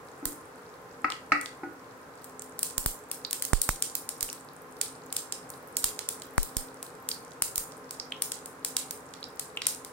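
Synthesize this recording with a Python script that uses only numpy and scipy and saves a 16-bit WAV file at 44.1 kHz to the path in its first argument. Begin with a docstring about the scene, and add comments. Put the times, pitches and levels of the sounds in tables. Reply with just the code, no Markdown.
"""Seeds popping in hot oil

Small seeds pop in a frying pan on an induction cooktop, close to a phone in a kitchen: short damped cavity rings.
A wooden spatula knocks the pan at first, exciting decaying modes and a dead clack of filtered noise.
Then pops and pitched plinks take over, above a fizz of tiny random bursts and a fan of shaped noise and tones.
Some pops overload the microphone into soft thumps; hard walls return the pops and knocks as a short tail."""
import sys
import numpy as np
from scipy import signal
from scipy.fft import rfft, irfft
from scipy.io import wavfile

SR = 44100
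rng = np.random.default_rng(int(sys.argv[2]) if len(sys.argv) > 2 else 0)


def output_pcm(signal):
    """Save a mono or channel-first signal as 16-bit PCM at the path in sys.argv[1].

    Samples are clipped to [-1, 1] before scaling.
    """
    pcm = np.clip(np.atleast_2d(signal).T, -1, 1) * 32767
    wavfile.write(sys.argv[1], SR, np.round(pcm).astype(np.int16))


N = 437472

# air through the cooktop's fan, relative spectrum: [f/Hz, density/dB per Hz]
FAN_AIR_SPECTRUM = [(12, -60), (20, -27.5), (134, -6.5), (168, -6), (228, -11), (255, -5.5), (399, -7),
                    (485, -0.5), (660, -9.5), (780, -7), (1330, -6.5), (2260, -18.5), (3070, -26.5),
                    (7730, -27.5), (16000, -34)]
# course of the fan's level; the air lies a fixed step above it: [t/s, level/dB]
FAN_LEVEL_COURSE = [(0, -50.5), (4.4, -51), (5.6, -49.5), (6.8, -50), (9.92, -50.5)]
# tones of the fan, at its mean level: [f/Hz, level/dB]
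FAN_TONE_LINES = [(161.5, -72), (262, -60), (425.3, -60.5), (473.7, -65.5), (786, -66.5), (1044, -62.5)]
# tiny bubbles in the oil, energy of the weakest at each time: [t/s, level/dB]
FIZZ_COURSE = [(0, -41), (1.9, -42), (2.5, -34), (6.2, -33), (9.92, -39.5)]
# spatula blows: [t/s, relative level/dB, corner f/Hz of the excitation, contact time/s, place: floor 0 to rim 1]
SPATULA_BLOWS = [(0.225, -2.5, 322, 0.0062, 0.17), (0.261, -3, 330, 0.0079, 0.19),
                 (1.044, -3.5, 1540, 0.00053, 0), (1.3195, -0.5, 2650, 0.00049, 0.0094),
                 (1.633, -22.5, 1470, 0.00088, 0.97)]
# modes of the pan, relative levels: [f/Hz, struck on the floor/dB, struck on the rim/dB, t60/s]
PAN_MODES = [(290.7, -21, -5.5, 0.19), (341.4, -34, -4, 0.27), (767, -30, -8, 0.16), (860, -20, -6, 0.058),
             (1250, -11, -28, 0.063), (1300, -1, -4, 0.032), (1457, -28, -5, 0.22),
             (1900, -17.5, -36, 0.16), (1966, -22.5, -28, 0.44), (2100, -28, -34, 0.38),
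             (2245, -14, -11, 0.053), (2650, -16, -30, 0.02)]
# dead clack of the wood, relative spectrum: [f/Hz, density/dB per Hz]
WOOD_SPECTRUM = [(100, -41), (300, -17), (550, -9.5), (800, -11.5), (1270, -1), (1650, 0), (2000, 7.5),
                 (2650, -4), (3300, -21), (4600, -5.5), (9000, -16.5)]
# decay of the kitchen: [f/Hz, t60/s]
KITCHEN_DECAY = [(250, 0.3), (2000, 0.33), (5000, 0.29), (9000, 0.31), (15000, 0.25)]
# seeds that burst with a dry snap, before the spread between channels: [t/s, energy level/dB, f/Hz]
SEED_POPS = [(.2553, -1, 13900), (1.1023, -13, 5330), (1.121, -7, 3480), (1.4129, -12.5, 9600),
             (1.4596, -11.5, 4570), (2.2437, -18.5, 13500), (2.421, -17.5, 11900), (2.5921, -7.5, 14200),
             (2.6308, 1.3, 10700), (2.7804, .7, 14100), (2.8613, 3, 13600), (3.1149, -5, 12300),
             (3.31, -8, 11500), (3.33, -1.5, 10000), (3.4234, -1.5, 10500), (3.4513, -6, 13900),
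             (3.5336, -1.5, 9500), (3.617, 3, 12500), (3.6907, 0.5, 9700), (3.8242, 1.8, 9300),
             (3.953, -1.5, 12800), (4.091, -6.5, 9500), (4.2086, -7, 9650), (4.2285, -1.5, 11900),
             (4.3291, -13.5, 12000), (4.814, 0, 8750), (5.1267, -7, 11100), (5.166, -1, 10200),
             (5.324, -5.5, 7500), (5.5025, -16, 14000), (5.7689, 1, 11900), (5.8424, 4.5, 10500),
             (5.9915, -7, 6730), (6.089, -2.5, 10000), (6.2204, -16, 5500), (6.3801, -4, 9300),
             (6.4309, -7, 14000), (6.5686, -1.5, 11500), (6.8282, -12.5, 11500), (7.0892, -3, 10600),
             (7.4223, 3, 10200), (7.5584, -3, 13000), (7.5799, 0, 12600), (7.9094, -11, 10400),
             (8.2215, .5, 12100), (8.3194, -5.5, 8000), (8.4588, -15.5, 11400), (8.6483, -1.5, 10100),
             (8.7675, 2, 8550), (8.9095, -8, 12000), (9.138, -18, 5060), (9.3959, -6.5, 8600),
             (9.6192, -5.5, 4400), (9.656, -17, 4040), (9.6686, 4.5, 9900), (9.8483, -15.5, 9800)]
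# overloads, nominal sizes: [t/s, spike/full scale, bias jump left/full scale, bias jump right/full scale]
OVERLOADS = [(0.2563, 0.056, 0, 0.053), (2.7802, 0.042, 0.0037, 0.074), (2.8613, .15, .077, 0.15),
             (3.533, .36, 0.06, 0.61), (3.6915, 0.39, 0.12, 0.15), (4.2266, 0.03, 0.0084, 0.029),
             (5.8425, 0.12, 0.037, .009), (6.3811, -.36, -.42, 0.2), (6.5675, -0.022, 0.012, -0.13),
             (7.4223, 0.099, .003, .012), (7.5795, 0.033, 0.023, 0.012)]
# steam bubbles that ring with a short plink: [t/s, relative energy level/dB, f/Hz]
STEAM_BUBBLES = [(2.395, -15.5, 7400), (3.2495, -5, 4420), (4.289, -15.5, 2650), (4.3, -12.5, 5850),
                 (7.115, -4, 4770), (7.9989, -6.5, 5300), (8.1217, -4, 3100), (9.2288, -13.5, 3960),
                 (9.2411, -12.5, 4970), (9.5727, -2.5, 2840)]
# colour of each microphone port: [f/Hz, level/dB]
LEFT_PORT = [(2500, -1), (4300, -3.5), (5200, -1.5), (6700, -13.5), (8000, -2), (8800, 7.5), (9800, 7),
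             (11000, -2.5), (12500, 3), (14000, -15), (15500, 4)]
RIGHT_PORT = [(2500, -2), (4500, 2), (6000, 1.5), (7500, 6.5), (8500, 5.5), (10200, -13), (11500, -3),
              (12600, 3.5), (14000, 4), (15500, 5)]
# correlation of the two ports in a diffuse field: [f/Hz, likeness 0 to 1]
PORT_LIKENESS = [(50, 0.94), (300, 0.86), (700, 0.65), (1400, 0), (3000, 0), (16000, 0)]

EDGE_HZ = 15950  # upper limit of the band
# sharpness Q of a seed's snap, and its scatter from seed to seed
SNAP_Q, SNAP_Q_SPREAD = 0.69, 0.081
# splits of the husk: level against the snap (dB), latest delay (s), sharpness Q, pitch scatter (octaves)
SPLIT_DB, SPLIT_S, SPLIT_Q, SPLIT_OCTAVES = -10, .0022, 1.9, 0.51
# ring of a bubble: sharpness Q; tick of its breaking skin (dB against the ring, Hz)
BUBBLE_Q, SKIN_DB, SKIN_HZ = 3.3, -17, 5800
HOT_S = 6.9  # from here on the oil is hot enough for the smaller seeds as well


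def amp(db):
    """Level law: twenty decibels are a tenfold amplitude."""
    return 10 ** (np.asarray(db) / 20)


def evened(x):
    """Power normalisation: scales to an rms of one."""
    return x / np.sqrt(np.mean(x ** 2) + 1e-20)


def unit(x):
    """Energy normalisation: scales each channel to an energy of one."""
    return x / np.linalg.norm(x, axis=-1, keepdims=True)


def read(points, hz):
    """Interpolation: reads a table on a log-frequency axis."""
    f, value = np.transpose(points)
    return np.interp(np.log(hz + 1), np.log(f + 1), value)


def add(mix, s, sound):
    """Superposition: mixes a sound in at time s, channel by channel."""
    part = mix[:, max(round(s * SR), 0):][:, :sound.shape[-1]]
    part += sound[..., :part.shape[1]]


def bins(size):
    """Discrete spectrum: frequencies in Hz for this many samples."""
    return np.fft.rfftfreq(size, 1 / SR)


def causal(gain):
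    """Minimum phase: folding the cepstrum gives the most sudden response with this spectrum."""
    cepstrum = irfft(np.log(np.maximum(gain, 1e-5)))
    half = len(cepstrum) // 2
    cepstrum[1:half] *= 2
    cepstrum[half + 1:] = 0
    return irfft(np.exp(rfft(cepstrum)))


def convolve(x, response):
    """Linear filtering: convolves each channel and keeps the length."""
    return signal.fftconvolve(np.atleast_2d(x), np.atleast_2d(response), axes=1)[:, :x.shape[-1]]


def diffuse(size):
    """Diffuse-field coherence: noise alike at both ports in the bass, unrelated in the treble."""
    a, b = rfft(rng.standard_normal((2, size)))
    same = np.clip(read(PORT_LIKENESS, bins(size)), 0, 1)
    return irfft([a, same * a + np.sqrt(1 - same ** 2) * b], size)


def fan(air_db=2, waver_hz=6, waver=0.74):
    """Flow noise and tones: shaped broadband air with wavering lines, louder as the microphone comes near."""
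    t = np.arange(N) / SR
    s, db = np.transpose(FAN_LEVEL_COURSE)
    spectrum = amp(read(FAN_AIR_SPECTRUM, bins(N)))
    air = evened(irfft(rfft(diffuse(N)) * spectrum, N))
    tones = np.zeros(N)
    for hz, tone_db in FAN_TONE_LINES:
        # each line mixes narrow-band noise with a steady sine
        narrow_band = 1 / (1 + ((bins(N) - hz) / waver_hz) ** 2)
        drift = evened(irfft(rfft(rng.standard_normal(N)) * narrow_band, N))
        steady = np.sin(2 * np.pi * hz * t)
        tones += amp(tone_db) * evened(waver * drift + (1 - waver) * steady)
    course = amp(np.interp(t, s, db) - db.mean())
    return course * (amp(air_db + db.mean()) * air + tones)


def burst(hz, q, snap=0.31, scatter_db=-4.0, scatter_t60=0.023, tear_db=-13, tear_s=0.0014, order=128, size=1024):
    """Damped resonance: a cavity rings a few cycles. Rows: left port, right port, out into the room."""
    u = bins(size) / hz
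    t = (np.arange(size) - order) / SR  # the snap comes at sample "order"
    ring = causal(u / ((1 - u ** 2) ** 2 + (u / max(q, .4)) ** 2))
    # the hull tears just before the snap, and the pan's wall scatters it just after
    grit = rng.standard_normal((2, size))
    tear = grit * np.exp(-abs(t) / tear_s) * (t < 0)
    scatter = grit * amp(-60 * abs(t) / scatter_t60) * (t > 0)
    paths = amp(tear_db) * unit(tear) + amp(scatter_db) * unit(scatter)
    # the snap reaches the left port a few samples before the right, then again off the pan's floor
    paths[0, order] += 1
    paths[1, order + rng.integers(3, 6)] += 1
    paths[:, order + rng.integers(8, 30)] += snap
    near = convolve(paths, ring)
    # the room hears the pop from all sides, so less of the pan's colour is left in it
    room = np.roll(ring, order) + near[0]
    return unit(np.vstack([near, room]))


def fizz(per_s=36, spread_db=2.0, count=14):
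    """Poisson process: tiny bubbles of many sizes burst at random, most of them barely heard."""
    out = np.zeros((3, N))
    level = amp(np.interp(np.arange(N) / SR, *np.transpose(FIZZ_COURSE)))
    for hz in np.geomspace(4200, 13500, count):
        strength = amp(spread_db * np.minimum(rng.exponential(1, N), 3.5))
        moments = rng.random(N) < per_s / count / SR
        out += convolve(level * strength * moments, burst(hz, q=2.9))
    return out


def knocks(ring_db=-5, wood_db=-8, wood_t60=0.043, size=22050):
    """Modal excitation: each blow clacks the wood and rings the pan; soft blows reach only the low modes."""
    out = np.zeros((2, N))
    t, f = np.arange(size) / SR, bins(size)
    for s, db, top_hz, contact, rim in SPATULA_BLOWS:
        ring = 0
        for hz, floor_db, rim_db, t60 in PAN_MODES:
            decay = amp(np.interp(rim, [0, 1], [floor_db, rim_db]) - 60 * t / t60)
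            # a random phase, slightly different at the two ports
            cycles = hz * t + rng.random()
            ring = ring + decay * np.sin(2 * np.pi * cycles + rng.normal(0, 0.47, (2, 1)))
        wood = convolve(diffuse(size), causal(amp(read(WOOD_SPECTRUM, f))))
        clack = evened(wood) * amp(-60 * t / wood_t60)
        onset = 1 - np.exp(-t / contact)
        blow = (amp(ring_db) * ring + amp(wood_db) * clack) * onset
        softness = causal(1 / np.hypot(1, (f / top_hz) ** 2))
        add(out, s, amp(db) * convolve(blow, softness))
    return out


def kitchen(x, tail_db=-6.5, first_s=0.006, echo_db=-21, count=3, size=22050):
    """Reverberation: a tail swells and dies, with echoes off two near walls; three tails take turns."""
    t, out = np.arange(size) / SR, np.zeros((2, N))
    swell = 1 - np.exp(-np.maximum(t - first_s, 0) / .005)
    for k in range(count):
        # each band of the noise decays at its own rate
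        hz, at, z = signal.stft(diffuse(size), SR, nperseg=256)
        decay = amp(-60 * at / read(KITCHEN_DECAY, hz)[:, None])
        tail = signal.istft(z * decay, SR)[1][:, :size]
        response = amp(tail_db) * unit(tail * swell)
        for delay in (.0118, .0164):
            add(response, delay, amp(echo_db) * np.ones((2, 1)))
        # sound of each seventh of a second excites the next tail
        turn = np.arange(N) * 7 // SR % count == k
        out += convolve(x * turn, response)
    return out


def pops(pan_spread_db=3.0, spatter_db=-22, spatter_spread_db=0.5, flight_s=.08, order=128, count=3):
    """Sudden cavity release: a snap, two quick splits of the husk, and flung drops that spit as they land."""
    out = np.zeros((3, N))
    for s, db, hz in SEED_POPS:
        start = s - order / SR
        q = SNAP_Q + SNAP_Q_SPREAD * rng.uniform(-0.93, 1)
        side_db = pan_spread_db * (2 * rng.random() - 1) * np.array([[1], [-1], [0]])
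        add(out, start, amp(db + side_db) * burst(hz, q, order=order))
        for k, (moment, pitch) in enumerate(rng.random((2, 2))):
            split_hz = hz * 2 ** (SPLIT_OCTAVES * (2 * pitch - 1))
            delay = SPLIT_S * (k + (1 + moment) / 2) / 2
            gain = amp(db + side_db + SPLIT_DB) / (k + 1)  # the second split is half as strong
            add(out, start + delay, gain * burst(split_hz, SPLIT_Q, order=order))
        for flight, drop_size, drop_pitch in rng.random((count, 3)):
            drop_db = db + spatter_db + spatter_spread_db * (2 * drop_size - 1)
            drop = burst(hz * (1 + drop_pitch) / 2, q + .5, order=order)
            add(out, start + flight * flight_s, amp(drop_db) * drop)
    return out


def thumps(spike_s=0.00018, leak_s=0.013, corner_hz=23, size=8192):
    """Overload recovery: a steep front jolts the microphone's bias, which swings back through the bass cut."""
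    out, t = np.zeros((2, N)), np.arange(size) / SR
    jump = np.exp(-t / leak_s) * (1 - np.exp(-2 * t / spike_s))
    bass_cut = signal.butter(4, corner_hz, "hp", fs=SR, output="sos")
    swing = signal.sosfilt(bass_cut, jump)
    lead = 4 * spike_s  # room for the rise of the spike
    u = (t - lead) / spike_s
    spike = (1 - u ** 2) * np.exp(-u ** 2 / 2)
    for s, front, left, right in OVERLOADS:
        add(out, s - lead, front * spike)
        add(out, s, np.array([[left], [right]]) * swing)
    return out


def bubbles(room_db=-3.0, order=128):
    """Cavity resonance: a skin breaks with a tick and the open bubble rings; low in the pan, the room gets less."""
    out = np.zeros((3, N))
    for s, db, hz in STEAM_BUBBLES:
        ring = burst(hz, BUBBLE_Q, order=order)
        tick = amp(SKIN_DB) * burst(SKIN_HZ, SNAP_Q, order=order)
        add(out, s - order / SR, amp(db) * (ring + tick))
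    return np.vstack([out[:2], amp(room_db) * out[2]])


def faint_pops(level_db=-20, spread_db=7.0, low_hz=4500, high_hz=13000, q=1.2, count=10):
    """Stratified random events: smaller seeds go off one per equal gap, with random moment, size and pitch."""
    out = np.zeros((3, N))
    gap_s = (N / SR - HOT_S) / count
    for k, (moment, strength, pitch) in enumerate(rng.random((count, 3))):
        hz = low_hz + (high_hz - low_hz) * pitch
        db = level_db + spread_db * (2 * strength - 2)  # level_db is the loudest
        add(out, HOT_S + (k + moment) * gap_s, amp(db) * burst(hz, q))
    return out


def scene():
    """Superposition: the pan and its echoes as each port colours them, with the thumps and the fan."""
    oil = pops() + bubbles() + faint_pops() + fizz()
    pan = knocks()
    sound = oil[:2] + pan + kitchen(oil[2] + pan)
    ports = np.array([causal(amp(read(port, bins(size=1024)))) for port in (LEFT_PORT, RIGHT_PORT)])
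    return convolve(sound, ports) + thumps() + fan()


def record(dry):
    """Saturation, then band limiting: the loudest peaks are rounded off and the top is cut."""
    low_pass = signal.firwin(255, EDGE_HZ, window=("kaiser", 9), fs=SR)
    return signal.oaconvolve(np.tanh(dry), low_pass[None], "same")


dry = scene()
out = record(dry)
output_pcm(out)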